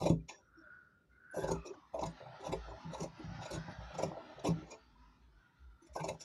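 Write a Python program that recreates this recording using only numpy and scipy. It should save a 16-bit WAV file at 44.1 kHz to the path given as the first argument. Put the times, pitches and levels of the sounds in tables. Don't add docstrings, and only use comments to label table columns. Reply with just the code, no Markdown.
import sys
import numpy as np
from scipy import signal
from scipy.io import wavfile

SR = 44100
rng = np.random.default_rng(int(sys.argv[2]) if len(sys.argv) > 2 else 0)


def rack_gain(trim_db):
    fader = np.asarray(trim_db, float)
    return 10 ** (fader / 20)


def wav_out(sig):
    wavfile.write(sys.argv[1], SR, np.round(np.clip(np.atleast_2d(sig).T, -1, 1) * 32767).astype(np.int16))


N = 275184

# [f/Hz, level/dB, t60/s]
BOARD_MODES = [(57, -16.5, 0.17), (93, -17, 0.34), (110.7, -2, 0.22), (135, -3.5, 0.27), (162.5, 2.5, .22),
               (214, -7.5, .2), (255, -5, 0.22), (287.5, -11, 0.2), (310.3, 0, .15), (389, -4.5, 0.19),
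               (530, -4.5, .1)]
# [f/Hz, level/dB, t60/s]
TABLE_MODES = [(310.6, -1.5, 0.099), (357.9, -4, 0.048), (393, -1.5, 0.14), (441, -8.5, 0.16),
               (533, -1.5, 0.048), (610, -2.5, 0.11), (665, -5, .1), (774, -5.5, 0.055),
               (855.3, -4.5, 0.078), (913, -6, .1), (981.5, -4, 0.077), (1076, -9.5, 0.07),
               (1189, -15.5, 0.05)]
# [f/Hz, level/dB, t60/s]
BLADE_MODES = [(2120, -4, 0.03), (2346, -1.5, 0.036), (2450, -3.5, .03), (2655, -1.5, 0.035),
               (2940, -9, 0.02), (3479, -2, 0.041), (3900, -1, 0.026), (4370, -4, 0.014),
               (4880, -4.5, 0.055), (5340, -0.5, 0.024), (5782, 1.5, .025), (6100, -3.5, 0.02),
               (6690, 2, .024), (7200, -1.5, 0.02)]
# [f/Hz, level/dB, t60/s]
EDGE_MODES = [(7750, 0, 0.0036), (8710, 1, 0.0099), (9800, 1.5, .008), (10670, 2.5, 0.0075),
              (11630, -2.5, 0.0031), (14700, -15, 0.0087)]


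def unit(x):
    return x / np.sqrt(np.mean(x ** 2))


def undb(db):
    if np.ndim(db):
        return np.repeat(rack_gain(db[::8]), 8)[:len(db)]
    return rack_gain(db)


def curves(table):
    s, *columns = np.transpose(table)
    return [np.interp(np.arange(N) / SR, s, column) for column in columns]


def walk(rate):
    knots = np.clip(rng.standard_normal(int(N / SR * rate) + 2), -2, 2)
    return np.interp(np.arange(N) * rate / SR, np.arange(len(knots)), knots)


def add(track, s, x):
    i = int(s * SR)
    track[i:i + len(x)] += x[:N - i]


def threads(size, spread_db):
    strength_db = spread_db * np.minimum(rng.exponential(size=size), 4)
    return unit(rng.standard_normal(size) * rack_gain(strength_db))


def ring(x, hz, t60):
    r = np.exp(-np.log(1000) / (t60 * SR))
    angle = 2 * np.pi * hz / SR
    gain = np.sin(angle) * np.sqrt(4 * (1 - r))
    return signal.lfilter([gain], [1, -2 * r * np.cos(angle), r * r], x)


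def body(x, modes, extra_db, flip=-1):
    out = 0
    for k, ((hz, db, t60), extra) in enumerate(zip(modes, extra_db)):
        out = out + flip ** k * ring(undb(db + extra) * x, hz, t60)
    return out / np.sqrt(sum(rack_gain(2 * db) for _, db, _ in modes))


def nearness(modes, pitch_hz, fall_db):
    return [11 - fall_db * np.minimum(np.abs(np.log2(hz / pitch_hz)), 1) for hz, _, _ in modes]


def rubbed(x, modes, patchy_db, rate):
    return body(x, modes, [patchy_db * walk(rate) for _ in modes])


def held(tugs, pitch_hz):
    damped = [(hz, db, 0.52 * t60) for hz, db, t60 in BOARD_MODES]
    return body(tugs, damped, nearness(BOARD_MODES, pitch_hz, fall_db=30)) * rack_gain(-7.5)


def steep(x, hz):
    return signal.sosfilt(signal.butter(4, hz, "lowpass", fs=SR, output="sos"), x)


def coloured(spectrum, patchy_db, rate, count):
    hz, db = np.transpose(spectrum)
    out, noise = 0, rng.standard_normal(N)
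    octaves = np.arange(.5 / count, np.log2(hz[-1] / hz[0]), 1 / count)
    for k, f in enumerate(hz[0] * 2 ** octaves):
        limits = [f * 2 ** (-.5 / count), f * 2 ** (.5 / count)]
        sos = signal.butter(2, limits, "bandpass", fs=SR, output="sos")
        swing = walk(rate)
        swing_db = patchy_db * (swing + 2.3 * np.minimum(swing, 0))
        gain = undb(np.interp(np.log(f), np.log(hz), db) + swing_db)
        out = out + signal.sosfilt(sos, np.roll(noise, k * 5000)) * gain
    return unit(out)


def narrow(hz, width_hz, size):
    sos = signal.butter(2, width_hz / 2, fs=SR, output="sos")
    warm = size + SR // 10
    noise = rng.standard_normal(warm) + 1j * rng.standard_normal(warm)
    tumble = signal.sosfilt(sos, noise)[-size:]
    carrier = np.exp(2j * np.pi * np.cumsum(hz * np.ones(size)) / SR)
    return unit((tumble * carrier).real)


def room_noise():
    # [f/Hz, level/dB per Hz]
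    air = [(18, -35.5), (30, -10), (77, 9), (332, 0), (399, -6), (491, -13), (896, -16), (1430, -19),
           (1720, -26), (2360, -25), (15500, -34.5)]
    return coloured(air, patchy_db=.5, rate=7.3, count=2) * rack_gain(-77.5 + 2.8)


def force(rows, ring_fall_db):
    out = np.zeros((3, N))
    for start, full, end, db, ring_db in rows:
        t = np.arange(max(start, 0), end, 1 / SR)
        past = np.maximum(t - full, 0) / (end - full)
        rise = np.clip((t - start) / (full - start), 0, 1)
        wood = rise ** .7 * np.clip((end - t) / .012, 0, 1) * rack_gain(db - 18 * past)
        steel = wood * rise ** .6 * rack_gain(ring_db - ring_fall_db * past)
        share = (t - start) / (end - start)
        press = rack_gain(db) * np.exp(-((share - .65) / .2) ** 2)
        for track, push in zip(out, (wood, steel, press)):
            add(track, t[0], push)
    return out


def strokes():
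    # [start t/s, fullest t/s, end t/s, table level/dB, ring minus table/dB]
    closing_rows = [(-.15, .1, .135, -36, -12), (1.32, 1.51, 1.6, -35, -19), (1.925, 1.952, 2.13, -41, -23),
                    (2.38, 2.538, 2.6, -43, -14), (2.89, 3.032, 3.09, -42, -10),
                    (3.42, 3.556, 3.6, -44, -8), (3.92, 4.034, 4.14, -42, -16),
                    (4.43, 4.47, 4.535, -33, -10), (5.8, 5.834, 5.94, -77, 3),
                    (5.948, 5.965, 6.05, -40, -13), (5.99, 6.1, 6.17, -41, -11)]
    opening_rows = [
        (.278, .302, .42, -50.5, 3),
        (1.642, 1.67, 1.78, -45, -8),
        (4.62, 4.74, 4.8, -50, -10),
        (6.197, 6.21, 6.4, -59, 12),
    ]
    closing, opening = force(closing_rows, ring_fall_db=5), force(opening_rows, ring_fall_db=19)
    wood, steel, _ = closing + opening
    edge = closing[1] * rack_gain(-14) + opening[1] * rack_gain(-33)

    snaps = threads(N, spread_db=3.0) * rack_gain(4.7 * walk(110))
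    table = rubbed(snaps * wood * rack_gain(-6), TABLE_MODES, patchy_db=3, rate=14)
    blades = rubbed(snaps * steel * rack_gain(-9), BLADE_MODES, patchy_db=4.5, rate=14)
    sizzle = rubbed(snaps * edge * rack_gain(-7), EDGE_MODES, patchy_db=4.5, rate=20)
    board = held(snaps * closing[2] * rack_gain(-2.5), pitch_hz=170)
    return steep(table, 1400) + steep(blades, 7900) + board + steep(sizzle, 13300)


def bites():
    # [t/s, peak level/dB, crispness/dB, table pitch f/Hz]
    bunches = [(.015, -38, -5.5, 565), (.058, -19.5, -14, 523), (.096, -22.5, -21, 390),
               (1.342, -36, -22, 608), (1.368, -28, -21.5, 480), (1.437, -26, -19.5, 530),
               (1.483, -27, -14.5, 625), (1.508, -22.5, -12, 393), (1.941, -28, -31, 637),
               (1.99, -28.5, -18.5, 650), (2.023, -24, -17, 854), (2.057, -35.5, -5.5, 657),
               (2.441, -37.5, -7, 790), (2.465, -28.5, -12.5, 710), (2.524, -24.5, -12, 480),
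               (2.932, -35.5, -12, 590), (3.001, -34, -6.5, 400), (3.031, -34, -11.5, 587),
               (3.416, -38.5, -15.5, 780), (3.454, -37.5, -5.5, 673), (3.508, -34, -5.5, 385),
               (3.537, -37.5, 1, 375), (3.986, -28, -10, 600), (4.03, -24, -11.5, 650),
               (4.446, -24.5, -14, 540), (4.468, -25, -11, 330), (5.956, -29, -14, 630),
               (5.996, -34, -22, 900), (6.039, -28.5, -12.5, 670), (6.084, -29, -7, 620)]
    more_bites = [(.288, -44, 6, 820), (1.649, -38, -15, 425), (2.205, -40, -29, 565), (3.68, -39, -35, 806),
                  (4.112, -36, -35, 730), (4.382, -40, -17, 630), (4.708, -47, 2, 820), (6.207, -54, 5, 610),
                  (.016, -33, -15, 550), (.296, -43, -20, 900), (1.384, -33, -20, 400), (2.262, -43, -35, 780),
                  (2.335, -43, -30, 760), (2.4, -45, -25, 400), (2.678, -42, -20, 600), (2.71, -41, -20, 950),
                  (2.945, -33, -15, 900), (3.196, -42, -20, 310), (3.39, -43, -25, 790), (3.8, -45, -35, 850),
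                  (3.903, -43, -25, 650), (3.945, -40, -25, 900), (4.168, -37, -25, 650), (4.2, -44, -25, 980),
                  (4.32, -46, -20, 800), (4.488, -28, -20, 310), (4.62, -45, -25, 310), (6.107, -36, -10, 620)]
    out, t = np.zeros(N), np.arange(SR // 5) / SR
    for s, db, bright_db, pitch_hz in bunches + more_bites:
        length = max(.009 - .00025 * bright_db, 1e-3)
        shape = np.minimum(t / 0.0025, 1) * np.exp(-t / (0.87 * length))
        jolt = threads(len(t), spread_db=4.5) * shape
        table = body(jolt, TABLE_MODES, nearness(TABLE_MODES, pitch_hz, fall_db=17))
        add(out, max(s - .005, 0), 1.315 * table / np.abs(table).max() * rack_gain(db - 4.5))
    return steep(out, 1350)


def drag():
    # [centre t/s, length t/s, level/dB]
    thrums = [(.15, .25, -52), (.55, .3, -74), (1.13, .15, -72), (1.86, .1, -72), (2.87, .1, -64),
              (4.38, .1, -64), (1.52, .24, -47), (2.05, .25, -55), (2.62, .35, -50), (3.01, .2, -56),
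              (3.27, .17, -53), (3.55, .15, -54), (3.83, .2, -52), (4.12, .12, -70), (4.6, .2, -59),
              (4.88, .2, -62), (5.05, .2, -60), (5.3, .25, -61), (5.68, .22, -58), (5.92, .07, -56)]
    # [start t/s, length t/s, level/dB, board pitch f/Hz]
    slides = [(1.65, .16, -57, 300), (2.05, .12, -55, 250), (2.6, .18, -53, 120), (2.66, .1, -55, 400),
              (2.74, .16, -50, 230), (2.83, .12, -43, 170), (3.07, .1, -53, 130), (3.16, .15, -54, 280),
              (3.22, .23, -49, 135), (3.49, .27, -47, 150), (3.76, .14, -51, 135), (3.89, .29, -53, 160),
              (4.07, .3, -54, 300), (4.33, .12, -52, 130), (4.54, .14, -50, 160), (4.5, .14, -51, 310),
              (4.68, .1, -64, 280), (4.78, 1.05, -71, 130)]
    swell, out = np.zeros(N), np.zeros(N)
    for s, length, db in thrums:
        arch = np.sin(np.pi * np.arange(0, 1, 1 / (length * SR)))
        add(swell, s - length / 2, rack_gain(db) * arch)
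    tugs = threads(N, spread_db=5.0) * rack_gain(3.8 * walk(29.95))
    for s, length, db, pitch_hz in slides:
        size = int(length * SR)
        push = tugs[int(s * SR):][:size] * signal.windows.tukey(size, .4) * rack_gain(db)
        add(out, s, held(np.pad(push, (0, SR // 5)), pitch_hz))
    frame_hz = 57.5 + 6.5 * walk(rate=24)
    hum = np.sqrt(2) * np.sin(2 * np.pi * np.cumsum(frame_hz) / SR)
    return out + hum * swell * rack_gain(3.5 * walk(rate=22))


def rings():
    # [centre t/s, length t/s, level/dB, strongest blade pitch f/Hz, edge sizzle minus ring/dB]
    swells = [(0.034, 0.027, -50.3, 3900.0, -20.1), (0.068, 0.022, -43.3, 2300.0, -17.0),
              (0.1, 0.014, -47.7, 6700.0, -13.2), (0.296, 0.015, -45.1, 2300.0, -27.6),
              (1.36, 0.035, -61.0, 6100.0, -8.0), (1.4, 0.045, -59.0, 4900.0, -9.0),
              (1.446, 0.023, -54.9, 3500.0, -15.2), (1.486, 0.019, -50.8, 5400.0, -14.7),
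              (1.519, 0.014, -42.5, 6700.0, -13.9), (1.668, 0.023, -56.1, 5900.0, -22.7),
              (1.95, 0.019, -64.0, 2300.0, -14.4), (1.997, 0.015, -55.1, 2300.0, -26.3),
              (2.018, 0.012, -52.0, 7000.0, -24.0), (2.038, 0.015, -48.3, 3900.0, -18.7),
              (2.066, 0.014, -48.9, 5400.0, -15.6), (2.415, 0.02, -63.0, 3600.0, -18.0),
              (2.454, 0.032, -55.3, 3500.0, -20.1), (2.47, 0.019, -51.4, 3900.0, -15.5),
              (2.53, 0.014, -44.4, 2300.0, -15.8), (2.945, 0.025, -52.0, 3900.0, -18.2),
              (3.009, 0.013, -47.8, 5400.0, -17.4), (3.036, 0.018, -50.0, 5400.0, -14.2),
              (3.432, 0.03, -54.1, 3500.0, -23.8), (3.46, 0.019, -52.2, 3900.0, -20.5),
              (3.515, 0.013, -49.3, 4800.0, -9.9), (3.543, 0.032, -49.5, 4800.0, -13.8),
              (3.953, 0.02, -56.6, 3500.0, -24.2), (3.989, 0.013, -48.7, 6700.0, -20.0),
              (4.036, 0.019, -45.3, 2700.0, -14.7), (4.399, 0.009, -55.8, 3900.0, -31.3),
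              (4.455, 0.016, -44.6, 2700.0, -17.9), (4.476, 0.021, -45.1, 6700.0, -12.8),
              (4.716, 0.017, -52.1, 5400.0, -24.1), (5.873, 0.014, -68.0, 6600.0, -14.0),
              (5.942, 0.014, -63.0, 6900.0, -12.0), (5.963, 0.021, -52.9, 6700.0, -14.5),
              (6.007, 0.029, -55.0, 2300.0, -17.2), (6.046, 0.014, -46.6, 6700.0, -22.2),
              (6.091, 0.012, -41.6, 2300.0, -14.3), (6.219, 0.027, -49.1, 5400.0, -17.4)]
    out, t = np.zeros(N), np.arange(SR // 8) / SR
    for s, length, db, pitch_hz, edge_db in swells:
        shape = np.exp(-((t - .04) / (.52 * max(length, .004))) ** 2)
        snaps = threads(len(t), spread_db=3.0) * shape
        scatter_db = 4.5 * rng.standard_normal(len(BLADE_MODES))
        reach_db = scatter_db + nearness(BLADE_MODES, pitch_hz, fall_db=7)
        steel = steep(body(snaps, BLADE_MODES, reach_db), 7900)
        edge = steep(body(snaps, EDGE_MODES, scatter_db[::-1]), 13300)
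        mix = steel / np.linalg.norm(steel) + edge / np.linalg.norm(edge) * rack_gain(edge_db + 1.2)
        sound = np.sqrt(np.sum(shape ** 2)) * mix * rack_gain(db - 1.2)
        start = s - .042
        add(out, max(start, 0), sound[int(max(-start, 0) * SR):])
    return out


def knocks():
    # [t/s, peak level/dB, board pitch f/Hz, contact t/s]
    hits = [(0.101, -16, 185, 0.0024), (1.513, -31, 390, 0.0031), (2.033, -33.5, 377, 0.0022),
            (2.52, -41, 318, 0.0055), (3.026, -36, 212, 0.0034), (3.242, -40.5, 126, 0.0041),
            (3.274, -37.5, 120, 0.0048), (3.314, -39, 127, 0.0047), (3.349, -46, 129, 0.0054),
            (3.385, -41, 137, 0.0043), (3.535, -38, 156, 0.0041), (3.574, -34, 147, 0.0059),
            (3.644, -48, 129, 0.0047), (3.684, -38.5, 155, 0.0033), (3.723, -50.5, 171, 0.0035),
            (3.783, -39.5, 138, 0.0071), (3.823, -54, 145, 0.0046), (4.033, -30, 374, 0.0023),
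            (4.486, -26, 167, 0.0035), (4.504, -27.5, 161, 0.0018), (6.095, -36.5, 163, 0.0019)]
    out, t = np.zeros(N), np.arange(SR // 3) / SR
    for s, db, pitch_hz, contact in hits:
        push = np.sin(np.pi * np.minimum(t / max(contact, 5e-4), 1)) ** 2
        scatter_db = 2.2 * rng.standard_normal(len(BOARD_MODES))
        reach_db = np.add(nearness(BOARD_MODES, pitch_hz, fall_db=9), scatter_db)
        thud = body(np.gradient(push), BOARD_MODES, reach_db, flip=0.92)
        add(out, s, thud / np.abs(thud).max() * rack_gain(db + .3))
    return out


def touches():
    # [t/s, length t/s, f/Hz, level/dB]
    contacts = [(0.191, 0.032, 2410, -78), (0.418, 0.087, 5760, -85.5), (.55, 0.092, 317, -65),
                (0.553, .08, 5500, -80), (0.607, .1, 610, -68.5), (0.615, 0.057, 3500, -87),
                (1.109, 0.075, 2100, -81), (1.31, 0.017, 9900, -66), (1.54, 0.2, 2530, -67),
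                (1.335, .11, 10500, -68), (1.335, .09, 5900, -67), (1.38, .09, 3500, -65),
                (4.75, .2, 4600, -80), (1.65, 0.04, 10000, -79), (3.168, 0.042, 2700, -68),
                (3.17, 0.046, 10300, -85), (3.693, 0.037, 10400, -83), (4.924, 0.26, 990, -70),
                (5.814, .07, 320, -62.5), (5.868, 0.08, 615, -67.5), (5.959, 0.058, 1535, -56),
                (0.285, 0.082, 1770, -65), (6.08, 0.025, 14700, -72), (5.815, 0.05, 6100, -76),
                (5.85, 0.04, 7100, -74), (2.2, .18, 135, -57), (1.365, 0.12, 153, -48),
                (4.75, 0.54, 255, -73), (1.335, .125, 11300, -69), (1.34, .08, 7200, -70),
                (1.37, .09, 14600, -87), (1.65, .06, 5800, -64), (1.73, .035, 5900, -75),
                (1.93, .05, 10800, -76), (1.935, .03, 6400, -68), (2.085, .045, 8700, -81),
                (3.41, .06, 3700, -60), (3.42, .08, 7000, -69), (3.22, .12, 5700, -70),
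                (4.7, .05, 2400, -60), (4.465, .03, 14500, -72), (5.945, .08, 10900, -70),
                (5.985, .04, 14900, -83), (5.817, .02, 9800, -80), (5.86, .03, 9800, -80),
                (.31, .11, 5700, -70), (.28, .03, 6700, -60), (2.68, .05, 7000, -76), (1.65, .11, 380, -53),
                (1.735, .02, 1450, -64), (6.0, .04, 2350, -58)]
    out, tremor = np.zeros(N), rack_gain(3.0 * walk(rate=140))
    for s, length, hz, db in contacts:
        size = int(length * SR)
        band = narrow(hz, width_hz=30 + 0.03 * hz, size=size)
        add(out, s, band * np.hanning(size) ** 0.4 * rack_gain(db))
    return out * tremor


def hiss():
    # [t/s, level/dB, centre f/Hz]
    glides = [
        [(0.36, -90, 1477), (0.502, -74.5, 1402), (0.736, -64, 1468), (1.07, -89, 1430)],
        [(1.08, -83, 1410), (1.34, -61, 1550), (1.46, -60, 1600), (1.6, -67, 1200), (1.75, -76, 1150),
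         (1.86, -70, 1050), (1.9, -80, 1190)],
        [(3.2, -78, 1400), (3.5, -65, 1450), (3.7, -69, 1600), (3.95, -78, 1700)],
        [(5.3, -97, 1458), (5.418, -76, 1483), (5.456, -82, 1440), (5.85, -82.5, 1360)],
    ]
    out = np.zeros(N)
    for rows in glides:
        s, db, hz = np.transpose(rows)
        t = np.arange(s[0], s[-1], 1 / SR)
        centre_hz = np.interp(t, s, hz)
        core = narrow(centre_hz, width_hz=76, size=len(t))
        skirt = narrow(centre_hz, width_hz=250, size=len(t))
        level = rack_gain(np.interp(t, s, db) + 5.0) * signal.windows.tukey(len(t), .1)
        add(out, s[0], (core + rack_gain(-3) * skirt) * level)
    return out


def cloth():
    # [t/s, rustle level/dB, weight on the table/dB, contact pitch f/Hz]
    handling = [(1.3, -91, 8, 480), (1.5, -68, 8, 450), (1.62, -72, 6, 400), (1.88, -79, 8, 1000),
                (2.1, -66.5, 0, 800), (2.3, -65, 10, 700), (2.62, -63, 0, 800), (2.71, -63, 10, 480),
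                (2.8, -65, 6, 950), (3.13, -68, 6, 850), (3.2, -64, 8, 750), (3.4, -62, 5, 800),
                (3.9, -63, 7, 750), (4.15, -65, 13, 720), (4.6, -66, 4, 700), (4.85, -78, 0, 900),
                (5.8, -85, 2, 950), (6.12, -74, 3, 700)]
    # [f/Hz, level/dB per Hz]
    fabric = [(650, -21.5), (1100, -6.5), (1350, 2), (1540, -7.5), (1880, -4), (2170, -11), (3970, -12.5),
              (6100, -19), (7250, -43), (9000, -39.5), (11700, -65.5), (19800, -120)]
    rustle_db, weight_db, pitch_hz = curves(handling)
    near_db = nearness(TABLE_MODES, pitch_hz, fall_db=27)
    grip_db = [db + rustle_db + weight_db + 3.5 * walk(rate=12) for db in near_db]
    brush = body(threads(N, spread_db=1.5), TABLE_MODES, grip_db) * rack_gain(-4)
    crinkle_db = rustle_db + 1.8 * walk(rate=25)
    crinkle = coloured(fabric[1:-2], patchy_db=3.3, rate=12, count=12)
    return brush + crinkle * rack_gain(crinkle_db + 3.5)


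def room_tail(near):
    t = np.arange(SR // 4) / SR
    tail = rng.standard_normal(len(t)) * rack_gain(-60 * t / 0.13) * np.minimum(t / 0.012, 1)
    return signal.fftconvolve(near, tail / np.sqrt(np.sum(tail ** 2)))[:N] * rack_gain(-11)


def scene():
    near = strokes() + bites() + rings() + knocks()
    soft = touches() + drag() + cloth() + hiss()
    return (near + room_tail(near) + soft + room_noise())[None]


def roll_off(x):
    return signal.sosfilt(signal.butter(12, 15610, fs=SR, output="sos"), x)


def record(dry):
    mix = signal.sosfilt(signal.butter(4, 45, "highpass", fs=SR, output="sos"), dry)
    return roll_off(mix)


dry = scene()
out = record(dry)
wav_out(out)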